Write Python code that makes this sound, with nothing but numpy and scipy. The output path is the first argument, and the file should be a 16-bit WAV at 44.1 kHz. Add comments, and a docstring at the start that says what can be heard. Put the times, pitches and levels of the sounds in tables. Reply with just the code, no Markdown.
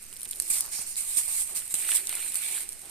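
"""Dog in a dry forest

A dog drops from a rotten tree trunk, its claws snapping off bits of bark, and walks round through dry grass.
Stems swish along its legs and coat, dead litter crunches under its paws and twigs crack, over quiet forest air.
Crackling noise makes the grass, litter and crumbs; fading noise makes the thuds; sharp bursts make the snaps.
Two microphone ports each colour the high treble in their own way."""
import sys
import numpy as np
from scipy import signal
from scipy.fft import rfft, irfft, next_fast_len
from scipy.io import wavfile
from scipy.ndimage import uniform_filter1d, map_coordinates

SR = 44100
rng = np.random.default_rng(int(sys.argv[2]) if len(sys.argv) > 2 else 0)


def master_out(mix):
    """Clip the mix to full scale and print it as 16-bit PCM to the path in sys.argv[1]."""
    frames = np.transpose(np.atleast_2d(mix))
    ceiling = np.clip(frames, -1, 1)
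    pcm = np.round(ceiling * 32767).astype(np.int16)
    wavfile.write(sys.argv[1], SR, pcm)


N = 127890  # length [samples]

# colour of splintering wood: (frequency [Hz], level [dB])
SPLINTER_COLOUR = [(200, -20.5), (1500, -24), (3200, -23.5), (5000, -9), (7500, -3.5), (9800, 0.5),
                   (14000, -1.5)]


def amp(db):
    """Turn decibels into a gain."""
    return 10 ** (np.asarray(db) / 20)


def unit(x):
    """Scale to an average strength (rms) of 1."""
    return x / np.sqrt(np.mean(x ** 2) + 1e-20)


def along(points, hz):
    """Read a curve of (frequency [Hz], value) points, spaced as the ear hears pitch (log axis)."""
    point_hz, value = np.transpose(points)
    return np.interp(np.log(hz + 1), np.log(point_hz + 1), value)


def filtered(x, response):
    """Filter x with a gain that depends on frequency."""
    length = next_fast_len(N + 8192)  # silent padding, so that the end does not wrap round to the start
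    gain = response(np.fft.rfftfreq(length, 1 / SR))
    return irfft(rfft(x, length) * gain, length)[..., :N]


def wobble(rate):
    """Draw a smooth random curve through `rate` random points a second."""
    points = rng.standard_normal(N // 100)
    return map_coordinates(points, [np.arange(N) * rate / SR], mode="wrap")


def white():
    """Make two unrelated noises."""
    return rng.standard_normal((2, N))


def coloured(pair, spectrum):
    """Colour a white pair at equal power; how alike left and right are depends on frequency."""
    # likeness of left and right: (frequency [Hz], likeness [0 to 1])
    likeness = [(30, 0.033), (130, 0.31), (400, 0.76), (1100, 0.54), (2500, 0.21), (5000, 0),
                (14000, 0.026)]
    norm = np.sqrt(np.mean(amp(along(spectrum, np.linspace(0, SR / 2, 2000))) ** 2))

    def response(hz):
        # a small angle puts most power in the middle, a larger one more at the sides
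        angle = np.arccos(np.clip(along(likeness, hz), -1, 1)) / 2
        return amp(along(spectrum, hz)) / norm * [np.cos(angle), np.sin(angle)]

    mid, side = filtered(pair, response)
    return np.array([mid + side, mid - side])


def panned(db):
    """Give left and right gains for a right-left difference."""
    return amp([[-db / 2], [db / 2]])


def fade(t, t60):
    """Stay full until t = 0, then fall 60 dB in t60 seconds."""
    return np.exp(-np.log(1000) * np.maximum(t, 0) / t60)


def since(s):
    """Count the seconds since time s, for every sample."""
    return np.arange(N) / SR - s


def strokes(rows, t60):
    """Shape stereo strokes that rise, hold and die away; where they overlap, their powers add."""
    power = 0
    for start, rise, hold, db, pan_db in rows:
        swell = np.clip(since(start) / rise, 0, 1)
        shape = swell * fade(since(start + rise + hold), t60)
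        power = power + (amp(db) * panned(pan_db) * shape) ** 2
    return np.sqrt(power)


def crackle(per_s, spread_db, hiss, grain_t60=0.0086):
    """Tiny fractures of random size, over the hiss of those too small to tell apart."""
    struck = rng.random(N) < per_s / SR
    size = amp(spread_db * np.minimum(rng.exponential(size=N), 4))
    hits = struck * size ** 2
    # each hit dies away; doubling the time step turns the amplitude fade into a power fade
    power = signal.lfilter([1], [1, -fade(2 / SR, grain_t60)], hits)
    return unit(white() * np.sqrt(power / power.mean() + hiss ** 2))


def patchy(pair, depth_db):
    """Make small patches of time and pitch louder or softer: each flurry favours its own pitches."""
    z = signal.stft(pair, nperseg=512)[2]
    field = rng.standard_normal(z.shape[1:])
    for axis in (0, 1):  # smooth over pitch, then time
        field = uniform_filter1d(field, size=5, axis=axis)
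    patched = signal.istft(z * amp(depth_db * unit(field)), nperseg=512)[1]
    return unit(patched[:, :N])


def add(track, s, sound):
    """Mix a short sound in at time s."""
    part = track[:, max(round(s * SR), 0):][:, :sound.shape[-1]]
    part += sound[..., :part.shape[1]]


def air():
    """Quiet forest air is a steady noise; a light breeze on the ports is a low noise that swells and sinks."""
    # colour of the forest air: (frequency [Hz], level [dB])
    air_colour = [(25, 1), (60, -19), (120, -8), (380, -12.5), (900, -19), (2400, -8), (3500, -20),
                  (6000, -9.5), (10000, -13), (14000, -12.5)]
    # colour of the breeze: (frequency [Hz], level [dB])
    wind_colour = [(8, 0), (25, -13), (60, -16), (150, -34), (400, -65)]
    air_db, wind_db, wind_swing_db = -50, -55, 2
    wind_gain = amp(wind_db + wind_swing_db * wobble(rate=5.03))
    return amp(air_db) * coloured(white(), air_colour) + wind_gain * coloured(white(), wind_colour)


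def steps():
    """Soft paws thud on the forest floor: each landing is a burst of mostly low noise that dies away."""
    # paws landing: (time [s], level [dB])
    landings = [(0.265, -52), (0.398, -65), (0.504, -50.5), (0.792, -46.5), (1.17, -47), (1.567, -54),
                (1.7394, -41.5)]
    # colour of the ground: (frequency [Hz], level [dB])
    ground_colour = [(40, -13), (120, -0.5), (240, -0.5), (500, -8), (1200, -7.5), (3000, -26.5)]
    thuds = 0
    for s, db in landings:
        thuds = thuds + amp(db) * (since(s) >= 0) * fade(since(s), t60=0.064)
    return coloured(thuds * white(), ground_colour)


def litter():
    """Needles and wood crumbs crush in flurries under the paws, which scuff in the soil below; now and then the
    dog pants, soft and hollow."""
    # Strokes: (start [s], rise [s], hold [s], level [dB], right-left difference [dB])
    crunches = [(.495, 0.037, .05, -55, -2), (.715, 0.02, 0.011, -47, -2.5),
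                (1.54, 0.027, 0.0078, -48.5, -1), (1.73, 0.085, 0.058, -47, -9),
                (1.87, 0.036, 0.067, -45.5, -9), (2.06, 0.061, 0.057, -45, -6),
                (2.18, 0.017, 0.16, -50, -6), (2.32, 0.12, 0.05, -43, 1.5),
                (2.5, 0.032, 0.052, -46.5, -7.5)]  # weight pressing on dead litter
    scuffs = [(.5, 0.079, 0.088, -54.5, -5), (.77, 0.016, 0.006, -50.5, -2),
              (1.165, 0.0078, 0.023, -60, -3), (1.27, 0.0064, 0.035, -54.5, 0),
              (1.485, 0.01, 0.065, -58, -4.5), (1.76, 0.1, 0.11, -58, 3), (2.11, 0.013, .01, -61, 6),
              (2.82, .035, 0.042, -56.5, -1)]  # paws scuffing the soil
    breaths = [(.32, 0.021, 0.28, -62.5, -5), (1.485, 0.017, 0.033, -61, -10), (1.77, 0.02, 0.25, -61, -7),
               (2.03, 0.025, 0.22, -61, -6), (2.47, 0.029, 0.07, -55.5, -4), (2.58, 0.026, 0.17, -64, -5),
               (2.81, 0.034, 0.02, -56, -5.5)]  # soft, hollow panting breaths
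    # Colours: (frequency [Hz], level [dB])
    litter_colour = [(150, -28), (500, -10), (1100, -8.5), (1700, 2), (2300, 8.5), (3200, -1), (4200, 1),
                     (5800, -9), (12000, -8)]
    soil_colour = [(80, 5), (300, -4), (750, 4), (1400, 3.5), (3000, -7.5)]
    hollow_colour = [(120, -31), (260, -9), (370, 2.5), (500, -6.5), (640, -10), (800, -3.5), (1300, -47),
                     (3000, -14.5)]

    crunch = patchy(crackle(per_s=420, spread_db=-1.5, hiss=0.88), depth_db=3)
    crunch = crunch * strokes(crunches, t60=0.37)
    scuff = patchy(crackle(per_s=700, spread_db=-0.5, hiss=0.37), depth_db=2.5)
    scuff = scuff * strokes(scuffs, t60=0.34)
    breath = patchy(white(), depth_db=3.0) * strokes(breaths, t60=0.24)
    return coloured(crunch, litter_colour) + coloured(scuff, soil_colour) + coloured(breath, hollow_colour)


def grass():
    """Dry stems tick past the moving dog and go on settling behind it; green blades slide with a duller hiss."""
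    # Strokes: (start [s], rise [s], hold [s], level [dB], right-left difference [dB])
    swishes = [(.33, 0.11, 0.07, -39.5, 2.5), (.465, 0.048, .005, -34, 0), (.498, 0.0053, 0.0064, -23.5, 0),
               (.525, 0.012, 0.045, -30, -3.5), (.7, 0.032, 0.087, -34.5, 0.5),
               (.86, 0.0076, 0.046, -38, 4), (.964, 0.0037, 0.025, -29.5, 4),
               (1.0, 0.0064, 0.066, -36.5, -1), (1.06, 0.03, 0.096, -32.5, 1.5),
               (1.16, 0.016, 0.013, -23, 1), (1.2, 0.014, 0.089, -33.5, 1.5),
               (1.26, 0.082, 0.077, -28.5, 2), (1.45, 0.013, 0.061, -38, 2), (1.54, 0.028, 0.0053, -28, -1),
               (1.6, 0.019, 0.057, -42.5, 1), (1.685, 0.025, 0.0075, -33.5, -2),
               (1.739, 0.0014, 0.0023, -25, 0.5), (1.765, 0.02, 0.11, -32, 2),
               (1.88, 0.01, 0.059, -28.5, 1.5), (1.942, 0.0095, 0.0062, -21, 2.5),
               (1.98, 0.015, 0.12, -40, 0.5), (2.06, 0.072, 0.17, -35, 0.5), (2.31, 0.046, 0.26, -33, 0)]  # stems brushing the dog
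    slides = [(.39, 0.0075, 0.058, -47, -1), (.495, 0.025, 0.1, -39.5, 7), (.64, 0.013, 0.089, -48.5, 0.5),
              (.72, 0.0058, 0.081, -38.5, 0), (.82, 0.018, 0.16, -45.5, -1.5),
              (1.165, 0.008, 0.0085, -36, -5), (1.27, 0.062, 0.094, -46.5, -6),
              (1.55, 0.01, 0.014, -39.5, 5)]  # broad green blades sliding along the coat
    # Colours: (frequency [Hz], level [dB])
    stem_colour = [(200, -36), (900, -17), (1600, -19.5), (2200, -7.5), (3300, -15), (5500, -10),
                   (7500, 0.5), (11000, 1), (14000, -1)]
    blade_colour = [(1000, -28), (3000, -46), (4300, -4.5), (5400, 3), (6800, 5.5), (8500, -12),
                    (14000, -4.5)]

    swish = patchy(crackle(per_s=3800, spread_db=2.5, hiss=0.94), depth_db=2.1)
    swish = swish * strokes(swishes, t60=0.19)
    swish = swish * amp(0.59 * wobble(rate=110))  # a fast, slight flutter in level

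    # the grass is first stirred as the dog comes down
    settle_db, settle_start_s, settle_rise_s = -46.5, 0.17, 0.44
    settle = amp(settle_db) * panned(db=-3.0) * crackle(per_s=530, spread_db=9.0, hiss=0.91)
    settle = settle * np.clip(since(settle_start_s) / settle_rise_s, 0, 1)

    slide = patchy(crackle(per_s=1100, spread_db=-4.0, hiss=0.72), depth_db=1.5)
    slide = slide * strokes(slides, t60=0.2)
    return coloured(swish + settle, stem_colour) + coloured(slide, blade_colour)


def crumbs():
    """Small flakes of rotten wood tick loose under the claws, in flurries that favour different pitches."""
    # rotten wood crumbling: (start [s], rise [s], hold [s], level [dB], right-left difference [dB])
    crumbles = [(0, 0.0063, 0.25, -45.5, -1), (.23, 0.13, 0.2, -44, -5), (.47, 0.042, 0.13, -39.5, 1.5)]
    flakes = crackle(per_s=280, spread_db=2.5, hiss=.22, grain_t60=.006)
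    ticks = patchy(flakes, depth_db=4)
    return coloured(ticks * strokes(crumbles, t60=0.46), SPLINTER_COLOUR)


def snaps():
    """Each break is one sharp crack with a tail of splinters; the broken piece rings briefly round its own pitch."""
    # bark and twigs breaking; the levels are before the two trims on the last line:
    # (time [s], level [dB], right-left difference [dB], woody body against level [dB], pitch of the piece [Hz])
    breaks = [(.128, -35.5, 5, 0, 2500), (.1662, -35, 1, 0, 5000), (.209, -34, 9, -4, 5500),
              (0.217, -31.5, -9, -3, 4900), (.232, -26.5, 0, -5, 6500), (0.241, -37, -2, -6, 5500),
              (0.2533, -29, -3, -8, 2590), (0.2573, -35, 2, 6, 2170), (.2915, -33, 4, -13, 7040),
              (.3108, -24, -6, -18, 5500), (0.3132, -24, 6, -13, 7000), (.326, -36, -6, 2, 2950),
              (0.3326, -34, 7, 2, 4020), (.4003, -15.5, -4, -16, 1800), (.4222, -23, -3, -16, 2800),
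              (.555, -32.5, -5, 6, 4550), (.6078, -14.5, 1, -20, 5000), (0.957, -27.5, 3, -0.5, 6040),
              (1.621, -43, 1, 14.5, 1300), (1.7417, -15.5, 1, -13, 2200), (1.753, -28, 9, -0.5, 3000),
              (1.89, -27, 2, 6, 1660), (1.909, -28, 2, 6, 3000), (1.9174, -24, -2, 8.5, 2700),
              (1.9269, -24, 3, 2.5, 1800), (1.9692, -23, 8, -3, 4000), (2.0714, -22, 10, -10, 4000),
              (2.0936, -19, -1, -2.5, 3280), (2.1269, -35.5, -5, 9.5, 2170), (2.128, -38, 1, 12, 950),
              (2.153, -21.5, 0, -24, 4000), (2.226, -38.5, 0, 11, 2400), (2.3212, -26, 0, -9, 2470),
              (2.3446, -24, -6, -13, 1500), (2.356, -18, 1, -8, 2800), (2.3602, -32, -4, -17, 5000),
              (2.691, -26.5, 8, -16, 4000), (2.7231, -32, 7, -11, 4200)]
    snap_t60, splinter_t60, wood_t60 = 0.0049, 0.025, .011  # fading times [s]
    crack_db, splinter_db = 9.5, -17  # first click and long tail, against the short burst
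    splinters_db, wood_db = 1.5, -9  # trims of the two layers
    wood_q = 2.9  # low: the ring has only a blurred pitch

    crack, body = np.zeros((2, N)), np.zeros((2, N))
    t = np.arange(SR // 20) / SR
    for s, db, pan_db, body_db, hz in breaks:
        noise = rng.standard_normal((3, len(t)))
        size = amp(db) * panned(pan_db)
        tail = fade(t, snap_t60) + amp(splinter_db) * fade(t, splinter_t60)
        splinters = np.sign(noise[:2]) * tail
        click = amp(crack_db) * (t == 0)
        add(crack, s, size * (splinters + click))
        ring = unit(signal.lfilter(*signal.iirpeak(hz, wood_q, SR), noise[2]))
        add(body, s, size * amp(body_db) * ring * fade(t, wood_t60))
    return amp(splinters_db) * coloured(crack, SPLINTER_COLOUR) + amp(wood_db) * body


def echoed(x):
    """Add to the direct sound its first reflections, each a delayed and softer copy."""
    # echoes off the ground and the trunk: (left delay [ms], right delay [ms], level [dB])
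    echoes = [(1.1, 0.975, -35), (2.9, 3.5, -15), (7.3, 6.6, -15)]

    def response(hz):
        total = 1
        for left_ms, right_ms, db in echoes:
            delay_s = np.array([[left_ms], [right_ms]]) / 1000
            total = total + amp(db) * np.exp(-2j * np.pi * hz * delay_s)
        return total

    return filtered(x, response)


def scene():
    """Add up everything that reaches the microphone ports; steps and air have no echoes."""
    return air() + steps() + echoed(litter() + grass() + crumbs() + snaps())


def record(dry):
    """Each port colours the sound in its own way; nothing is kept above the band limit."""
    # colour of each microphone port: (frequency [Hz], level [dB])
    left_port = [(1000, 1), (1900, -2.5), (4000, 4.5), (6000, -4), (8000, -4), (9200, 3), (10400, 3),
                 (12300, -0.5), (14000, -2)]
    right_port = [(1000, 1), (2100, 1), (4000, 5), (6700, -1), (7900, 7), (8850, 15), (9900, 1.5),
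                  (12200, -2.5), (14000, -1.5)]
    top_hz = 14350
    ported = filtered(dry, lambda hz: amp([along(left_port, hz), along(right_port, hz)]))
    return filtered(ported, lambda hz: hz < top_hz)


dry = scene()
out = record(dry)
master_out(out)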